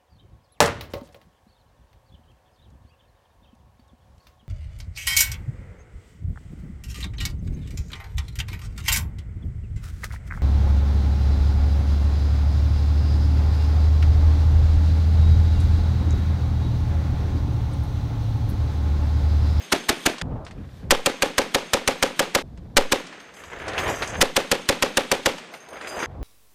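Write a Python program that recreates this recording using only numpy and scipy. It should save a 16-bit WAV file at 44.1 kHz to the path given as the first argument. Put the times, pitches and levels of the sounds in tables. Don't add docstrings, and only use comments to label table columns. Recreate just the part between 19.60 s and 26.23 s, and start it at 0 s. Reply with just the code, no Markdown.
import sys
import numpy as np
from scipy import signal
from scipy.fft import rfft, irfft
from scipy.io import wavfile
from scipy.ndimage import uniform_filter1d

SR = 44100
rng = np.random.default_rng(int(sys.argv[2]) if len(sys.argv) > 2 else 0)


def voltage_ratio(decibels):
    exponent = np.asarray(decibels, float) / 20
    return 10 ** exponent


def generate_wav(signal):
    frames = np.transpose(np.atleast_2d(signal))
    scaled = np.clip(frames, -1, 1) * 32767
    pcm = np.round(scaled).astype(np.int16)
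    wavfile.write(sys.argv[1], SR, pcm)


N = 292383
STEPS = np.arange(0, N / SR + .002, .001)

# time in seconds, microphone ceiling in dB,
# bolt slam just before it in dB, crack drive into the microphone in dB.
BESIDE_SHOTS = [
    (.124, -6, -18, 8),
    (.291, -7.5, -20.5, 13),
    (.461, -6, -20, 8.5),
]
# (s, dB, dB, dB).
BEHIND_SHOTS = [(1.46, -7, -31, 9.7), (1.622, -6.5, -32, 6.5), (1.781, -6.5, -34.5, 7.4),
                (1.946, -7, -27, 7.9), (2.134, -6.5, -34, 7.7), (2.276, -7, -39, 8.2),
                (2.426, -6.5, -31, 7.8), (2.593, -7, -35, 8.2), (2.749, -7, -29, 9.6),
                (3.321, -6.5, -24, 10), (4.765, -6, -21, 7.2), (4.915, -7, -31, 10.2),
                (5.089, -6, -29.5, 7.6), (5.224, -7, -32, 8.2), (5.371, -7, -33, 11), (5.515, -7, -37, 10),
                (5.659, -6.5, -28, 8.4)]
# time in
# seconds, peak in dB, treble over the peak in dB, pitch of the struck plate in Hz.
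CLANKS = [(.582, -25.5, -3.5, 3100), (.613, -16.5, -6, 1890), (.615, -21, -0.5, 1010),
          (.849, -46, 10, 2030), (.865, -28, -12, 940), (.88, -36, -6, 1500), (.909, -32.5, -9, 2190),
          (2.974, -40, -5, 1000), (3.466, -34, 2, 1050), (3.526, -29.5, -12.5, 2170),
          (3.601, -34, -6, 2080), (3.739, -44, 1, 1710), (3.767, -37, -25, 3130), (3.836, -29, -37, 1350),
          (3.986, -31.5, -19, 1150), (4.063, -33.5, -34, 1580), (4.08, -22.5, -2.5, 1680),
          (4.133, -23, -13, 920), (4.179, -10.5, -14, 2900), (4.277, -25.5, -26, 1060),
          (4.421, -12, -16, 1460), (4.473, -31, 0, 902), (5.781, -25.5, -5.5, 3100), (5.938, -27, -9, 2110),
          (6.086, -42, 0, 4100), (6.13, -38, -20, 1440), (6.211, -26, -22, 1710), (6.272, -25, -12, 2140),
          (6.389, -31, -17.5, 945), (6.43, -25, -19, 1540)]
# start in seconds, end in seconds.
QUIET = [
    (.62, 1.305),
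    (2.824, 3.165),
    (3.49, 4.611),
    (5.79, 6.461),
    (6.463, 6.64),
]
# start in seconds, end in seconds,
# brass ring in dB, link fizz in dB.
HEAPS = [
    (-.1, .6, -56, -59.5),
    (1.32, 2.8, -61, -68),
    (3.216, 3.5, -60, -67),
    (3.48, 3.84, -66, -95),
    (4.568, 5.88, -61.5, -63),
    (5.84, 6.28, -61, -90),
]


def gunfire():
    # pitch in Hz, level in dB, time to fall 60 dB in s.
    mount_modes = [(280, 9, .02), (345, 2.5, 0.034), (540, -2.5, 0.014), (606, -1, 0.046),
                   (656, -5.5, 0.082), (1000, 2, 0.013)]
    # pitch in Hz, level in dB, time to fall 60 dB in s.
    hull_modes = [(272, 11.5, .018), (425, -7, .107), (545, 10.6, .025), (560, -7, .09), (627, 10.2, .015),
                  (741, 5.4, .027), (812, -5, .063), (903, 7, .017)]
    # time in seconds, ceiling in dB, bolt slam in dB, #
    # crack drive in dB, slow sag after the shot from 0 to 1.
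    opening_shots = [
        (1.307, -3.4, -33, 8.3, .4),
        (3.168, -3.5, -31.5, 11, .6),
        (4.613, -5, -17, 12, .24),
    ]
    lead_s, boom_after_s, opening_boom_after_s = .012, .011, .0154
    beside_sag, behind_sag = .025, .06
    out = np.zeros(N)
    earlier = shot(*BESIDE_SHOTS[0], beside_sag, boom_after_s, mount_modes, lead_s)
    add(out, 0, earlier[round(.13 * SR):])
    for row in BESIDE_SHOTS:
        add(out, row[0] - lead_s, shot(*row, beside_sag, boom_after_s, mount_modes, lead_s))
    for row in BEHIND_SHOTS:
        add(out, row[0] - lead_s, shot(*row, behind_sag, boom_after_s, hull_modes, lead_s))
    for row in opening_shots:
        add(out, row[0] - lead_s, shot(*row, opening_boom_after_s, hull_modes, lead_s))
    return out


def shot(s, ceiling_db, slam_db, drive_db, sag, boom_after_s, modes, lead_s):
    # frequency in Hz, level in dB per Hz.
    crack_colour = [(140, -9), (300, -1), (900, -4), (1650, 1), (3100, -3), (5000, -5.5), (9000, -11.5),
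                    (15000, -41.5)]
    # delay in seconds, level in dB.
    boom_echoes = [
        (.0252, -18),
        (.0277, -14),
        (.051, -25),
        (.068, -25),
        (.072, -25),
    ]
    # frequency in Hz, level in dB per Hz.
    tail_colour = [(35, -78), (60, -48.5), (176, -17), (268, -6), (437, -5), (503, -7.5), (903, -3),
                   (991, -8.5), (1660, -9), (3420, -12), (11800, -32.5), (14900, -41), (16000, -64.5)]
    # frequency in Hz, time to fall 60 dB in seconds.
    tail_t60 = [(100, 0.53), (500, 0.17), (2000, 0.27), (5000, 0.26), (12000, 0.26)]
    # frequency in Hz, level in dB per Hz.
    hillside_colour = [(90, -32), (160, -2.5), (600, -8.5), (900, -11.5), (2500, -9.5), (4000, -17.5),
                       (8500, -27), (11000, -48.5)]
    # frequency in Hz, level in dB per Hz.
    slam_colour = [(300, -13.5), (1000, 5.5), (2500, -7), (6000, -5.5), (15000, -18)]

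    t = np.arange(round(.9 * SR)) / SR - lead_s
    size = len(t)
    late = t - boom_after_s
    u = np.maximum(t, 0)

    crack = coloured(crack_colour, size) * voltage_ratio(drive_db - 16.7 * (t / boom_after_s) ** 2) * (t > 0)
    crack *= np.clip((.001 - late) / .0006, 0, 1)
    hull = boom(late, modes) + sum(voltage_ratio(g) * boom(late - delay, modes) for delay, g in boom_echoes)

    tail = voltage_ratio(-5.5) * dying(tail_colour, tail_t60, .9) * np.clip(late / .0037, .15, 1) * (late > 0)
    tail *= 1 + .8 * np.exp(-((late - .0275) / .0025) ** 2)
    rattle = evened(uniform_filter1d(rng.standard_normal(size), size=220))
    tail *= voltage_ratio(1.3 * rattle)

    falling = .76 + .24 * np.exp(-u / .012)
    ragged_edge = voltage_ratio(.29 * coloured(crack_colour, size) * (late < 0))
    ceiling = voltage_ratio(ceiling_db - 4) * falling * ragged_edge

    offset = sag * (u / .024) ** 2 * np.exp(2 - 2 * u / .031)
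    offset += .047 * sag * np.exp(-u / .25) * (t > 0)
    offset -= .11 * np.sin(2 * np.pi * 75 * u) * np.exp(-u / .012)

    slam = voltage_ratio(slam_db) * coloured(slam_colour, size) * (t <= 0)
    slam *= voltage_ratio(1200 * t) * np.clip((t + lead_s - .004) / .004, 0, 1)
    hillside = voltage_ratio(-37 - 60 * t / 1.36) * coloured(hillside_colour, size)
    hillside *= np.clip(late / .023, 0, 1) * np.clip((.85 - t) / .3, 0, 1)
    return ceiling * (np.tanh(crack + hull + tail) - offset) + slam + hillside


def boom(t, modes):
    u = np.maximum(t, 0)
    ring = sum(voltage_ratio(db - 60 * u / t60) * np.sin(2 * np.pi * hz * u) for hz, db, t60 in modes)
    return -np.clip(u / .001, 0, 1) ** 3 * ring


def dying(points, t60, seconds):
    size = round(seconds * SR)
    hz, t, bands = signal.stft(coloured(points, size), SR, nperseg=128)
    decay = voltage_ratio(-60 * t / read(t60, hz)[:, None])
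    return signal.istft(bands * decay, SR, nperseg=128)[1][:size]


def rolling_cases():
    # pitch in Hz, level in dB, time to fall 60 dB in seconds.
    case_modes = [(3774, -11, .25), (4880, -1, .4), (4990, -7, .2), (5700, -7, .4), (6245, -5, .22),
                  (6352, 1, .33), (6417, -2, .33), (7105, -5, .4), (7639, -7, .35), (7978, -9, .35),
                  (8640, -14, .2), (8985, -6, .2), (9055, -4, .4), (10519, -15, .3), (10770, -12, .3),
                  (11738, -11, .28), (12155, -12, .28), (13050, -23, .25), (13889, -19, .25),
                  (14940, -16, .3)]
    # time in seconds, ring in dB.
    rolls = [(3.75, -59), (3.8, -59), (3.91, -60), (4.08, -60), (4.19, -41), (4.3, -47), (4.43, -49),
             (4.48, -56), (5.94, -61), (6.14, -62), (6.22, -57), (6.28, -47), (6.35, -52), (6.4, -52)]
    gain = sum(swell(s, db, .02, .3, QUIET) for s, db in rolls)
    return brass(gain, case_modes, db_over=3.5)


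def piling_cases():
    # pitch in Hz, level in dB, time to fall 60 dB in seconds.
    pile_modes = [(4950, -12, .15), (6352, 0, .2), (6430, -3, .15), (9020, -6, .15), (11900, -13, .12),
                  (12200, -14, .12)]
    return brass(heaped(column=2, ramp_db=24), pile_modes, db_over=5)


def brass(gain, modes, db_over):
    t, out = np.arange(round(.4 * SR)) / SR, np.zeros(N)
    hz, db, t60 = np.transpose(modes)[:, :, None]
    detuned_hz = hz * rng.uniform(1.003, 1.008, hz.shape)
    pair = np.sin(2 * np.pi * hz * t) + .45 * np.sin(2 * np.pi * detuned_hz * t)
    rings = voltage_ratio(db - 60 * t / (1.3 * t60)) * pair * np.clip(t / .003, 0, 1)

    bounces = rng.uniform(0, N / SR, round(32 * N / SR))
    times = [*bounces, *np.array(CLANKS)[:, 0]]
    sizes = [1] * len(bounces) + [1.8] * len(CLANKS)
    shares = np.clip(rng.standard_normal((len(times), len(modes))), -1.6, 1.6)
    for s, size, share in zip(times, sizes, shares):
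        add(out, s, size * share * abs(share) ** .3 @ rings)
    steady = out / np.sqrt(uniform_filter1d(out ** 2, size=6000) + .1 * np.mean(out ** 2))
    return voltage_ratio(db_over) * audio(gain) * steady


def clanks():
    out = np.zeros(N)
    for row in CLANKS:
        add(out, row[0], clank(*row[1:]))
    return out


def clank(db, treble_db, hz):
    t = np.arange(round(.12 * SR)) / SR
    thud = coloured([(200, -23.5), (600, -2.5), (2500, -4.5), (4500, -12), (9000, -45), (16000, -70)], len(t))
    plate = coloured([(.35 * hz, -30), (hz, 0), (1.4 * hz, -28), (4 * hz, -65)], len(t)) * np.exp(-t / .011)
    tick = coloured([(2000, -12), (4500, 5.5), (9000, -5), (11000, -20), (16000, -44)], len(t))
    t60 = max(.085 + .0018 * (db + 26.5), .03)
    attack = np.clip(t / .001, 0, 1)
    return voltage_ratio(db - 9.5 - 60 * t / t60) * (thud + .82 * plate + voltage_ratio(treble_db) * tick) * attack


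def clatter():
    # frequency in Hz, level in dB per Hz.
    rattle_colour = [(60, -39), (130, -15), (280, -6.5), (520, -2.5), (1000, -7), (1700, -3.5), (3200, -14),
                     (4400, -26), (7000, -33), (15000, -58)]
    # frequency in Hz, level in dB per Hz.
    fizz_colour = [(2000, -22.5), (3300, 10), (5500, -10.5), (9000, -6), (12000, -21.5), (15000, -28.5)]
    knocks = voltage_ratio(3 * np.minimum(rng.exponential(1, N), 4)) * (rng.random(N) < 120 / SR)
    grain = 1 + evened(signal.lfilter([1], [1, -np.exp(-1 / (.0081 * SR))], knocks))
    rattle = voltage_ratio(2) * audio(bed(column=1, share=1)) * evened(coloured(rattle_colour, N) * grain)
    at_shots = sum(swell(row[0], -61, .05, .05, HEAPS) for row in BESIDE_SHOTS + BEHIND_SHOTS)
    fizz_gain = audio(heaped(column=3, ramp_db=7) + at_shots)
    return rattle + voltage_ratio(10.5) * fizz_gain * evened(coloured(fizz_colour, N) * grain)


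def wind():
    # frequency in Hz, level in dB per Hz.
    wind_colour = [(15, -28.5), (25, -10.5), (64, -1), (168, -8.5), (271, -15.5), (352, -22.5), (536, -26),
                   (977, -39.5), (1750, -56.5), (3000, -84), (3900, -100), (6600, -120)]
    # frequency in Hz, level in dB per Hz.
    flutter_colour = [(200, -23.5), (350, -3.5), (600, -1), (1100, -8), (2300, -38), (5000, -80)]
    # frequency in Hz, level in dB per Hz.
    hiss_colour = [(1500, -28.5), (3500, 4), (9000, -10), (15000, -13)]
    # peak in seconds, wind in dB, flutter in dB, seconds to fall 20 dB either side.
    gusts = [(.63, -28.5, -46, 0.12), (.72, -25.5, -43.5, 0.11), (.83, -46, -43, .05), (.78, -39, -46, .08),
             (.936, -34, -60, 0), (1.002, -30.5, -66.5, .1), (1.285, -31.5, -63, 0.12), (2.84, -38, -75, 0),
             (2.995, -35, -61, -0.03), (3.14, -34, -64, 0), (3.98, -48, -50, .2), (4.08, -48, -40, .08),
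             (4.186, -50, -31, 0.05), (4.288, -28, -23, .05), (4.428, -45, -30.5, 0.03),
             (4.53, -38, -50, .1), (4.595, -29, -40, .05), (5.934, -70, -43, 0.07), (6.13, -62, -42, 0.07),
             (6.22, -58, -50, .15), (6.37, -45, -31, 0.07), (6.63, -26, -56, .07)]
    # peak in seconds, level in dB, rise in seconds, fall in seconds.
    breeze = (1.18, -73, .3, .15)
    lumpy = voltage_ratio(1.33 * lumps(size=500))
    low = bed(column=0, share=1.4) + sum(swell(s, db, w, w, QUIET) for s, db, _, w in gusts)
    high = bed(column=2, share=1.2) + sum(swell(s, db, w, w, QUIET) for s, _, db, w in gusts)
    air = bed(column=3, share=.7) + swell(*breeze, QUIET)
    buffeting = voltage_ratio(-1) * audio(low) * evened(coloured(wind_colour, N) * lumpy)
    flutter = audio(high) * evened(coloured(flutter_colour, N) * lumpy)
    hiss = voltage_ratio(11) * audio(air) * coloured(hiss_colour, N)
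    return buffeting + flutter + hiss


def bed(column, share):
    # wind in dB, clatter in dB, flutter in dB,
    # air hiss in dB.
    beds = [
        (-47, -60, -61, -83),
        (-39, -69, -61, -81.5),
        (-40, -31.5, -41, -71),
        (-56, -31, -41, -76),
        (-41, -61.5, -48, -83),
    ]
    # time in seconds, gain in dB.
    recovery = [
        [(3.5, -19), (3.65, -20), (3.98, -11), (4.09, -2), (4.16, -3.5), (4.2, 2), (4.3, 1), (4.36, -3),
         (4.59, -6)],
        [(5.8, -21), (6.0, -23.5), (6.1, -15), (6.22, -11), (6.31, -7), (6.37, -2), (6.45, -2)],
    ]
    lift_db = 0
    for rows, (a, b) in zip(recovery, QUIET[2:]):
        lift_db = lift_db + np.interp(STEPS, *np.transpose(rows)) * within(a, b)
    return sum(voltage_ratio(row[column] + share * lift_db) * within(a, b) for row, (a, b) in zip(beds, QUIET))


def heaped(column, ramp_db):
    gain = 0
    for row in HEAPS:
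        a, b = row[:2]
        edge = np.clip(1 - np.minimum(STEPS - a, b - STEPS) / .089, 0, 1)
        gain = gain + voltage_ratio(row[column] - ramp_db * edge) * within(a, b)
    return gain


def swell(s, db, rise_s, fall_s, spans):
    a, b = next(span[:2] for span in spans if span[0] <= s <= span[1] + .01)
    slope = np.where(STEPS < s, (s - STEPS) / max(rise_s, .002), (STEPS - s) / max(fall_s, .002))
    return voltage_ratio(db - 20 * slope) * within(a, b)


def within(a, b):
    return (STEPS >= a) & (STEPS < b)


def audio(gain):
    return np.interp(np.arange(N) / SR, STEPS, gain)


def lumps(size):
    return evened(uniform_filter1d(uniform_filter1d(rng.standard_normal(N), size), size))


def coloured(points, size):
    spectrum = rfft(rng.standard_normal(size))
    return evened(irfft(spectrum * voltage_ratio(read(points, np.fft.rfftfreq(size, 1 / SR))), size))


def evened(x):
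    return x / np.sqrt(np.mean(x ** 2) + 1e-20)


def read(points, hz):
    f, value = np.transpose(points)
    return np.interp(np.log(hz + 1), np.log(f + 1), value)


def add(mix, s, sound):
    changes = [
        .621,
        2.824,
        6.462,
    ]
    end = min([c for c in changes if c > s] + [N / SR])
    part = mix[round(s * SR):round(end * SR)][:len(sound)]
    part += sound[:len(part)]


def scene():
    mix = gunfire() + rolling_cases() + piling_cases() + clanks() + clatter() + wind()
    return mix[None]


def top_cut(x):
    return signal.sosfilt(signal.butter(12, 16490, fs=SR, output="sos"), x)


def record(dry):
    x = signal.sosfilt(signal.butter(1, 12, "highpass", fs=SR, output="sos"), dry)
    low = signal.oaconvolve(x, signal.firwin(255, 15250, fs=SR)[None], "same")
    x = low + voltage_ratio(-17.5) * (x - low)
    top_edge = signal.firwin(255, 16400, window=("kaiser", 9), fs=SR)
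    return top_cut(signal.oaconvolve(x, top_edge[None], "same"))


dry = scene()
out = record(dry)
generate_wav(out)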